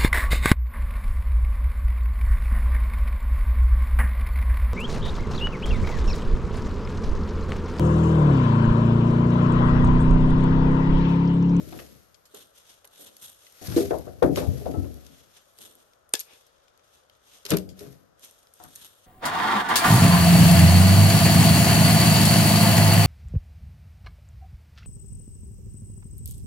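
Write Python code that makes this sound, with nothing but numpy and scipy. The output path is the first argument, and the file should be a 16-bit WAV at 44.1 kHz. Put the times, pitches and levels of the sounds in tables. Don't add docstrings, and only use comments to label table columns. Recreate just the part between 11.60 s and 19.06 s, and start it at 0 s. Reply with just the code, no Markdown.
import sys
import numpy as np
from scipy import signal
from scipy.fft import rfft, irfft, next_fast_len
from scipy.io import wavfile
from scipy.ndimage import uniform_filter1d

SR = 44100
rng = np.random.default_rng(int(sys.argv[2]) if len(sys.argv) > 2 else 0)


def generate_wav(sig):
    pcm = np.round(np.clip(np.atleast_2d(sig).T, -1, 1) * 32767).astype(np.int16)
    wavfile.write(sys.argv[1], SR, pcm)


N = 328986
TIME_S = np.arange(N) / SR
PILE_LAG_S, FIELD_LAG_S = -.00026, .00028

# start_s, thud_db, pitch_hz, ring_db, ring_t60_s, boom_db, bark_db, pan_db
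BLOWS = [(-0.04, -53, 140, -42, 0.41, -43, -52, 12), (0.07, -45, 150, -61, 0.18, -48, -70, 11),
         (0.123, -50.5, 722, -40.5, 0.18, -44, -40, 4), (0.189, -44.5, 438, -49, 0.18, -56, -48, 4),
         (0.74, -51.5, 424, -36.5, 0.051, -83, -46.5, -6.5), (1.243, -63, 560, -43, .04, -90, -49, -2),
         (2.013, -48, 460, -62, .2, -47.5, -66, 5.5), (2.08, -35.5, 96.7, -30, 0.45, -36, -42, 9.5),
         (2.115, -35, 113, -42, 0.14, -41, -35, 6), (2.1636, -19.5, 336, -4.5, 0.14, -35, -29.5, 2.5),
         (2.175, -29.5, 483, -16, 0.17, -42, -51.5, 3.5), (2.203, -33, 397, -17.5, 0.27, -38, -54, 4),
         (2.305, -20.5, 470, -27, 0.085, -39.5, -26, 3.5), (2.33, -37.5, 629, -27.5, 0.15, -46, -46, 20),
         (2.466, -40, 450, -48, 0.14, -46.5, -42, 7.5), (2.622, -14.5, 496, -9, 0.085, -28, -17, 7.5),
         (2.635, -19, 284.8, -13.5, 0.23, -35, -44, 3),
         (2.692, -25.5, 282.5, -24.5, 0.27, -34.5, -47, 13.5),
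         (2.770, -22.5, 403, -21, 0.13, -34, -22.5, 2.5), (2.826, -39, 66, -26, 0.28, -46, -60, 1),
         (2.817, -33, 581, -36, 0.37, -38, -46, 11), (2.874, -24.5, 86, -26.5, 0.1, -38, -56, 14),
         (2.929, -28.5, 103, -27, 0.16, -50, -67, 11.5), (3.008, -44, 410, -36, 0.27, -51, -73, 5),
         (3.055, -30, 530, -31, 0.13, -38, -45, 8.5), (3.079, -32.5, 305, -28, 0.21, -40, -51, 10),
         (3.138, -37, 519, -35, 0.16, -38, -46.5, 10), (3.169, -47, 89.7, -31, 0.32, -39.5, -66, 20.5),
         (3.178, -34, 274, -22.5, 0.18, -61, -61, 7), (3.239, -44.5, 254.6, -41, 0.51, -51.5, -44, 7),
         (3.359, -64, 279, -56, 0.36, -63, -59, -1), (3.5, -61, 269.4, -56.5, 0.42, -65.5, -73.5, 9.5),
         (5.851, -52, 406, -38.5, 0.14, -62, -39.5, -0.5), (5.893, -46, 538, -32.5, 0.2, -63, -49, 1),
         (5.907, -31.5, 150.4, -21.5, 0.17, -51.5, -52.5, 8),
         (5.911, -26.5, 474, -17.5, .14, -47, -21, 2.5), (5.918, -30, 313.3, -16, 0.21, -40.5, -35, 3.5),
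         (5.921, -44, 627, -28.5, 0.21, -53, -33, 7), (5.93, -30.5, 174, -11, 0.1, -46, -28, 10.5),
         (5.939, -30.5, 399.7, -19, 0.21, -54.5, -35, 4.5), (5.974, -48, 188, -26.5, 0.28, -63, -68, 10.5),
         (6.04, -54.5, 299.6, -39, 0.21, -68.5, -70, 3.5), (6.13, -56, 191.6, -42.5, 0.4, -76, -76, 4),
         (6.208, -47, 411.6, -34, 0.27, -51, -49.5, 4.5), (6.255, -46.5, 135.6, -42, 0.36, -53.5, -50, 11),
         (6.998, -50, 729, -44, 0.29, -62, -43, 6), (7.041, -54.5, 186, -59, 0.18, -65, -40.5, 7.5)]
# peak_s, level_db, swell_s, fade_s, treble_db
LEAF_CRUNCHES = [(0.771, -49, 0.063, 0.13, -0.5), (0.812, -49.5, 0.043, 0.023, -5),
                 (1.375, -51, 0.087, .05, -3.5), (1.42, -50.5, 0.075, 0.11, 4.5),
                 (1.475, -50, 0.038, 0.057, -17), (1.637, -43.5, 0.04, .11, 4.5),
                 (4.006, -51.5, 0.037, 0.12, 1), (4.06, -51.5, 0.09, 0.14, 1),
                 (7.222, -50, 0.21, 0.202, 0.5)]
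# peak_s, level_db, swell_s, fade_s, treble_db
LEAF_SWISHES = [(0.982, -53.5, 0.063, 0.072, 0.5), (1.095, -51.5, 0.1, 0.15, -1.5),
                (1.54, -62, .1, 0.63, 0), (1.879, -58, 0.3, 0.11, 2), (3.6, -57.5, 0.37, 0.14, -4.5),
                (3.772, -54, 0.1, 0.1, -5), (3.9, -65.5, .2, 0.16, 2), (4.2, -65, 0.11, 0.31, 1),
                (4.74, -60.5, 0.11, 0.21, 2), (5.0, -66.5, 0.51, 0.88, -8.5), (5.25, -67, 0.052, .15, -1),
                (5.36, -60.5, 0.12, 0.13, -2), (5.55, -64.5, 0.1, 0.086, -8), (5.68, -57.5, 0.074, .15, -2),
                (5.76, -54, 0.16, 0.16, -2), (6.641, -49, 0.049, 0.087, 2), (6.73, -63, 0.077, 0.33, 3),
                (6.96, -74, 0.041, .1, 11.5), (7.04, -55, 0.11, 0.054, 2), (7.13, -59, .1, .1, 2),
                (7.45, -63, 0.13, 0.31, 2)]


def branch_landings(thud_spread=1.428, mode_reach=2.8, contact_s=0.0032):
    # mode_hz, level_db, t60_s
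    bed_modes = [(68, -5, 0.7), (92, -4, 0.45), (133.5, -8, .4), (157.4, -7, 0.45), (176, -6.5, 0.33),
                 (205, -7, .4), (269.3, -1.5, 0.5), (320, -1.5, .36), (357, -4, 0.26), (399, -5, .3),
                 (495, -4, .28), (598, -2, .36), (679, -4, .36), (745, -6, .32), (1192, -17.5, 0.3),
                 (1312, -16, .3), (1463, -20, .26)]
    out, t = np.zeros((2, N)), np.arange(int(.6 * SR)) / SR
    modes_hz = np.array(bed_modes)[:, 0]
    modes = np.array([damped_mode(t, *mode) for mode in bed_modes])
    cushion = 1 - np.exp(-t / contact_s)
    for start_s, thud_db, pitch_hz, ring_db, ring_t60_s, boom_db, bark_db, pan_db in BLOWS:
        thud_t60_s = 0.22 * np.exp(-0.0058 * (thud_db + 21))
        knock = burst(t, pitch_hz / thud_spread, pitch_hz * thud_spread, thud_t60_s)
        knock *= from_db(thud_db + 0.5)
        knock[0] += damped_mode(t, pitch_hz, ring_db, ring_t60_s)
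        signs = rng.choice([-1, 1], (2, len(modes)))
        strengths = signs * from_db(rng.normal(0, 4.065, signs.shape))
        softness = 1 / np.hypot(1, (modes_hz / (mode_reach * pitch_hz)) ** 2)
        boom = from_db(boom_db - 1) * (strengths * softness) @ modes
        clack = from_db(bark_db - 9) * burst(t, low_hz=700, high_hz=1600, t60_s=0.15)
        add(out, start_s, placed((knock + boom + clack) * cushion, 0, pan_db, PILE_LAG_S))
    return out


def pile_rustle():
    # peak_s, level_db, swell_s, fade_s
    shifts = [(0.02, -64.5, 0.19, 1), (0.19, -53, 0.93, 0.36), (2.07, -44.5, 0.15, 0.48),
              (2.178, -37, 0.043, 0.14), (2.31, -58.5, 0.22, 0.41), (2.63, -52, 0.014, 0.13),
              (2.765, -40, 0.032, 0.17), (2.98, -53.5, 0.35, 0.91), (5.91, -34, 0.035, 0.035),
              (5.978, -45, 0.015, 0.023), (6.205, -52.5, 0.056, 0.22)]
    # freq_hz, density_db
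    spectrum = [(300, -2), (900, -2.5), (1500, 1), (2500, 0.5), (4000, 1.5), (6000, 2), (8000, -2),
                (12000, -4.5), (16000, -6)]
    rustle = coloured(crackle(per_s=7700, size_db=3.0, clump_db=1.25), spectrum)
    return from_db(0.5) * swells(shifts) * placed(rustle, side_db=0, pan_db=5.5, lag_s=PILE_LAG_S)


def bed_rumble(build_s=0.02, t60_s=0.83):
    # freq_hz, density_db
    spectrum = [(25, -42.5), (45, -28), (65, 4), (130, 4.5), (300, -1.5), (500, -4), (750, -14.5),
                (1100, -55), (2500, -42)]
    power, t = np.zeros(N), np.arange(2 * SR) / SR
    rattle = (1 - np.exp(-t / build_s)) * decay(t, t60_s)
    for start_s, *_, boom_db, _, _ in BLOWS:
        add(power, start_s, (from_db(boom_db) * rattle) ** 2)
    rumble = coloured(crackle(per_s=1600, size_db=1.0, clump_db=2.0), spectrum)
    return from_db(-0.5) * np.sqrt(power) * placed(rumble, side_db=3.5, pan_db=7.5, lag_s=PILE_LAG_S)


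def opposed_bass(x, edge_hz=76, right_db=-4.5, lift_db=5.5):
    size = next_fast_len(N + 4000)
    freq_hz = np.fft.rfftfreq(size, 1 / SR)
    left, right = rfft(x, size)
    deep = 1 / (1 + (freq_hz / edge_hz) ** 4)
    right = np.sqrt(1 - deep) * right - deep * from_db(right_db) * left
    return irfft(np.array([left, right]) * from_db(lift_db * deep), size)[:, :N]


def stick_break(start_s=4.5369, travel_1khz_s=0.003, chirp_s=4.5374, chirp_hz=8600, swell_s=.00062):
    # freq_hz, density_db
    spectrum = [(60, -36), (150, -25), (240, 4), (400, 14), (500, 11), (620, 2), (820, 3.5), (1200, -6),
                (1800, 1), (2700, 4), (4000, -1), (6300, 5), (9000, -5), (14000, -13)]
    # mode_hz, level_db, t60_s
    stick_modes = [(438, -37, .12), (1700, -35.5, 0.089), (2270, -43, 0.09), (2625, -31, 0.051),
                   (3490, -29, 0.042), (3990, -33.5, .04)]
    out, t = np.zeros((2, N)), np.arange(SR // 5) / SR
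    freq_hz = np.maximum(np.fft.rfftfreq(len(t), 1 / SR), 1)
    phase_rad = 4 * np.pi * travel_1khz_s * np.sqrt(1000 * freq_hz)
    sweep = irfft(unit_rms(spectrum_gain(freq_hz, spectrum)) * np.exp(-1j * phase_rad))
    add(out, start_s, from_db(1.5) * sweep * pan_gains(3.5))
    ring = sum(damped_mode(t, *mode) for mode in stick_modes)
    add(out, start_s + travel_1khz_s, ring * pan_gains(0.5))
    chirp = np.sin(2 * np.pi * chirp_hz * t) * np.exp(-np.abs(t - t.mean()) / swell_s)
    add(out, chirp_s - t.mean(), from_db(-11) * chirp * pan_gains(-5))
    return out


def twig_cracks(spread=1.37, mode_ratio=1.45, half_width_hz=75, scatter_db=-25, scatter_t60_s=0.26):
    # start_s, level_db, centre_hz, t60_s, pan_db
    cracks = [(0.125, -42, 2320, 0.056, 7), (0.189, -36, 1840, 0.14, 1), (0.544, -49.5, 5140, 0.049, 12.5),
              (0.6538, -49, 4700, 0.089, -4), (0.7455, -36.5, 7200, 0.018, 3),
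              (1.245, -38, 3000, 0.028, -5), (1.252, -45.5, 7500, 0.017, -2), (1.274, -42.5, 6500, .016, 3),
              (1.3590, -47, 3630, 0.022, -2), (1.3754, -53, 3400, .02, -7), (1.47, -43, 6960, .02, 0),
              (1.567, -38.5, 6870, 0.014, 6), (1.8671, -41, 3000, 0.025, 2), (1.923, -45.5, 8900, 0.017, 3),
              (1.9945, -64, 5000, 0.014, -2), (2.025, -41, 6500, 0.041, 10), (2.072, -33, 5700, 0.023, 8),
              (2.122, -36, 3700, .02, 4), (2.1626, -30.5, 4250, 0.06, 7), (2.198, -32, 6000, 0.036, 3),
              (2.308, -31, 2300, 0.025, 1), (2.385, -40, 9200, 0.012, -3), (2.626, -23.5, 2400, 0.045, 2),
              (2.747, -48, 2350, .02, 1), (2.759, -22, 3140, 0.013, 14), (2.7595, -36, 5170, 0.014, 4),
              (2.773, -29, 2640, 0.18, 1.5), (3.058, -43, 2430, 0.077, 1), (3.114, -41, 3000, .02, 2),
              (3.139, -39, 1300, .03, 2), (3.2437, -41, 1500, 0.031, 2), (3.342, -44, 8900, 0.0089, 4),
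              (3.4654, -40, 5770, 0.018, 10.5), (3.9867, -39.5, 5000, 0.016, -4),
              (4.153, -51, 8000, 0.015, -5), (4.334, -48.5, 3720, 0.013, -2.5),
              (4.492, -44.5, 9280, 0.0077, -0.5), (4.5384, -9, 5620, 0.01, 3.5),
              (4.544, -26, 7000, 0.026, 7), (4.552, -19, 5120, 0.021, 9), (4.5878, -45, 6900, .012, 5),
              (4.5937, -23.5, 6480, 0.015, 6), (4.600, -30, 8200, 0.014, -3),
              (4.6045, -27.5, 7000, 0.021, 0), (4.610, -30, 5220, 0.022, -4),
              (4.865, -52.5, 5940, 0.039, 2), (5.0815, -51.5, 3580, .015, 11),
              (5.176, -53.5, 6980, 0.01, 7.5), (5.1946, -54, 3600, .012, 9), (5.35, -62, 6000, 0.0072, 7),
              (5.4976, -44, 3100, 0.013, 1.5), (5.852, -29.5, 4480, 0.041, 0),
              (5.863, -26, 3670, .025, 1.5), (5.897, -37, 5700, 0.025, 12), (5.905, -14, 5780, 0.011, 0.5),
              (5.909, -20.5, 3000, .035, -5), (5.916, -16.5, 2520, 0.054, 1), (5.9355, -30, 6000, 0.01, 6),
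              (5.937, -25, 2540, 0.067, 5), (5.948, -42, 5000, .014, 4), (5.9696, -23, 8540, 0.014, 1.5),
              (5.97, -19.5, 3380, 0.013, 1), (5.985, -28, 4350, 0.01, 5), (6.09, -46.5, 4950, 0.147, 5),
              (6.1921, -37, 6000, 0.032, 5), (6.5949, -46.5, 7930, 0.0075, 1),
              (6.6476, -44.5, 8400, 0.015, -6.5), (6.7106, -48, 8800, 0.019, 0.5),
              (6.83, -51, 7000, .01, -5), (6.8708, -43.5, 3600, 0.0091, 0), (6.938, -46.5, 9660, 0.02, 0),
              (7.0378, -38, 8180, 0.011, -5.5), (7.154, -44, 8000, 0.007, -13),
              (7.158, -31, 6500, 0.018, -1)]
    out, t = np.zeros((2, N)), np.arange(SR // 4) / SR
    for start_s, level_db, centre_hz, t60_s, pan_db in cracks + twig_ticks():
        noise = rng.standard_normal((2, len(t)))
        fibres_db = 2 * np.repeat(rng.standard_normal(len(t)), 25)[:len(t)]
        envelope = decay(t, t60_s) + from_db(scatter_db) * decay(t, scatter_t60_s)
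        spray = noise * from_db(fibres_db) * envelope
        crack = band(spray, centre_hz / spread, centre_hz * spread, order=1)
        for mode_hz in (centre_hz / mode_ratio, centre_hz, centre_hz * mode_ratio):
            crack += from_db(1) * band(spray, mode_hz - half_width_hz, mode_hz + half_width_hz, order=1)
        crack *= from_db(level_db - 3.5)
        lag_s = PILE_LAG_S if pan_db > 1.5 else FIELD_LAG_S
        add(out, start_s, placed(crack, side_db=1, pan_db=pan_db + 3.5, lag_s=lag_s))
    return out


def twig_ticks(per_s=33, range_db=8.5, centre_hz=4500, range_oct=1.7, t60_s=0.012):
    rustle_db = 20 * np.log10(swells(LEAF_SWISHES + LEAF_CRUNCHES))
    rows = []
    for when, size, pitch in rng.random((round(per_s * N / SR), 3)):
        level_db = rustle_db[int(when * N)] + 1 + range_db * (size - .5)
        pitch_hz = centre_hz * 2 ** (range_oct * (pitch - .5))
        rows.append((when * N / SR, level_db, pitch_hz, t60_s, 0))
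    return rows


def leaf_rustle(rows, spectrum, contacts, crisp_hz=6200):
    grains = placed(coloured(contacts, spectrum), side_db=-0.5, pan_db=2, lag_s=FIELD_LAG_S)
    soft = signal.sosfiltfilt(signal.butter(2, crisp_hz, fs=SR, output="sos"), grains)
    crisp_rows = [(peak_s, level_db + treble_db, swell_s, fade_s)
                  for peak_s, level_db, swell_s, fade_s, treble_db in rows]
    return swells(rows) * soft + swells(crisp_rows) * (grains - soft)


def leaves():
    # freq_hz, density_db
    crunch_spectrum = [(40, -16.5), (100, 2.5), (250, 0.5), (800, -2.5), (1500, 0.5), (2300, -5),
                       (3000, 5.5), (3600, 8.5), (4700, -2), (6100, 2.5), (7300, 0), (8500, 2), (12000, -7),
                       (16000, -1.5)]
    # freq_hz, density_db
    swish_spectrum = [(40, -15.5), (100, -3), (250, -3), (700, 1), (1400, -2.5), (2200, -2), (3400, 7),
                      (4500, -0.5), (6200, 5), (7500, -0.5), (9000, -1), (12000, -11), (16000, -6)]
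    crunch = leaf_rustle(LEAF_CRUNCHES, crunch_spectrum, crackle(per_s=2800, size_db=3.0, clump_db=2.0))
    swish = leaf_rustle(LEAF_SWISHES, swish_spectrum, crackle(per_s=5500, size_db=2.6, clump_db=1.4))
    return from_db(1) * crunch + swish


def footfalls(contact_s=0.0032):
    # start_s, level_db
    steps = [(0.735, -57.5), (0.81, -75), (1.39, -53), (1.46, -60.5), (3.985, -57.5), (4.05, -60),
             (4.15, -64), (6.62, -65)]
    out, t = np.zeros((2, N)), np.arange(SR // 2) / SR
    cushion = 1 - np.exp(-t / contact_s)
    for start_s, level_db in steps:
        thud = from_db(level_db) * burst(t, low_hz=190, high_hz=600, t60_s=0.55) * cushion
        add(out, start_s, placed(thud, side_db=2, pan_db=-0.5, lag_s=FIELD_LAG_S))
    return out


def tree_echo(x, level_db, delay_s, width_s, ground_db, ground_t60_s):
    t = np.arange(SR) / SR
    envelope = np.exp(-((t - delay_s) / width_s) ** 2) + from_db(ground_db) * decay(t, ground_t60_s)
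    response = band(rng.standard_normal((2, SR)), 420, 4800, order=4) * envelope
    return from_db(level_db) * signal.fftconvolve(x, unit_rms(response) / np.sqrt(SR), axes=1)[:, :N]


def pasture_air(level_db=-64.5):
    # freq_hz, density_db
    spectrum = [(20, -14), (45, -5), (80, 0), (160, -8.5), (300, -9), (550, 2), (900, -6), (1350, -3),
                (2100, -17), (3500, -20), (6500, -21.5), (11000, -38), (16000, -47.5)]
    air = coloured(rng.standard_normal((2, N)), spectrum)
    return from_db(level_db) * placed(air, side_db=-3.5, pan_db=5, lag_s=.0006)


def from_db(db):
    return 10 ** (np.asarray(db) / 20)


def unit_rms(x):
    return x / np.sqrt(np.mean(x ** 2) + 1e-20)


def decay(t, t60_s):
    return np.exp(-np.log(1000) * t / t60_s)


def damped_mode(t, mode_hz, level_db, t60_s):
    return from_db(level_db) * np.sin(2 * np.pi * mode_hz * t) * decay(t, t60_s)


def band(x, low_hz, high_hz, order=2):
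    high_hz = min(high_hz, .47 * SR)
    low_hz = min(low_hz, high_hz / 1.1)
    return signal.sosfilt(signal.butter(order, [low_hz, high_hz], "band", fs=SR, output="sos"), x)


def spectrum_gain(freq_hz, spectrum):
    corners_hz, corners_db = np.transpose(spectrum)
    return from_db(np.interp(np.log(freq_hz), np.log(corners_hz), corners_db))


def coloured(x, spectrum):
    size = next_fast_len(N)
    freq_hz = np.maximum(np.fft.rfftfreq(size, 1 / SR), 1)
    return unit_rms(irfft(rfft(x, size) * spectrum_gain(freq_hz, spectrum), size)[..., :N])


def burst(t, low_hz, high_hz, t60_s):
    noise = band(rng.standard_normal((2, len(t))), low_hz, high_hz, order=3)
    even = noise / np.sqrt(uniform_filter1d(noise ** 2, size=700) + 1e-12)
    return band(even * decay(t, t60_s), low_hz / 2, high_hz * 2)


def crackle(per_s, size_db, clump_db, clump_rate_hz=110):
    contacts = rng.random((2, N)) < per_s / SR
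    sizes = from_db(size_db * np.minimum(rng.exponential(1, (2, N)), 5))
    signs = rng.choice([-1, 1], (2, N))
    knots = rng.standard_normal(8000)
    clumps = unit_rms(np.interp(TIME_S * clump_rate_hz, np.arange(len(knots)), knots))
    return contacts * sizes * signs * from_db(clump_db * clumps)


def swells(rows):
    power = 0
    for peak_s, level_db, swell_s, fade_s, *_ in rows:
        away = np.maximum((peak_s - TIME_S) / swell_s, (TIME_S - peak_s) / fade_s)
        power = power + from_db(level_db - 20 * np.minimum(away, 10)) ** 2
    return np.sqrt(power)


def add(out, start_s, sound):
    start = round(start_s * SR)
    sound, start = sound[..., max(-start, 0):], max(start, 0)
    out[..., start:start + sound.shape[-1]] += sound[..., :N - start]


def pan_gains(pan_db):
    return from_db([[pan_db / 2], [-pan_db / 2]])


def placed(pair, side_db, pan_db, lag_s):
    direct, scattered = pair
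    side_gain = from_db(side_db)
    left, right = (direct + side_gain * scattered * [[1], [-1]]) / np.hypot(1, side_gain / 2)
    n, shift = np.arange(len(left)), round(lag_s * SR / 2)
    lagged = [np.interp(n - shift, n, left, 0, 0), np.interp(n + shift, n, right, 0, 0)]
    return pan_gains(pan_db) * np.array(lagged)


def scene():
    ground = leaves()
    truck = opposed_bass(branch_landings() + pile_rustle() + bed_rumble())
    near = truck + twig_cracks() + ground + footfalls()
    snap = stick_break()
    echo = tree_echo(near, level_db=-38.5, delay_s=0.29, width_s=0.092, ground_db=-6.5, ground_t60_s=.44)
    echo += tree_echo(snap, level_db=-14, delay_s=0.18, width_s=0.055, ground_db=19, ground_t60_s=.17)
    return near + snap + echo + pasture_air()


def record(dry, mono_above_hz=7700, crossover_width_hz=1200, cutoff_hz=15900):
    # freq_hz, gain_db
    port_response = [(7000, -1.5), (8200, -4.5), (9000, 7), (10300, 1.5), (11600, 13.5), (12500, 4.5),
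                     (13200, -7.5), (14000, -25), (15000, -15), (16000, -25.5)]
    # freq_hz, phase_rad
    left_lag = [(8300, 0), (9700, 3.0), (10600, 2.5), (11700, 7.5), (12700, 7), (13500, 7), (14200, 11.5),
                (14800, 14)]
    size = next_fast_len(N + 2000)
    freq_hz = np.fft.rfftfreq(size, 1 / SR)
    left, right = rfft(dry, size)
    mono = np.clip((freq_hz - mono_above_hz) / crossover_width_hz + .5, 0, .95)
    left = np.sqrt(1 - mono) * left + np.sqrt(mono) * right
    left *= np.exp(-1j * np.interp(freq_hz, *np.transpose(left_lag)))
    port_gain = from_db(np.interp(freq_hz, *np.transpose(port_response)))
    heard = irfft(np.array([left, right]) * port_gain, size)[:, :N]
    return signal.sosfilt(signal.ellip(10, .1, 80, cutoff_hz, fs=SR, output="sos"), heard)


dry = scene()
out = record(dry)
generate_wav(out)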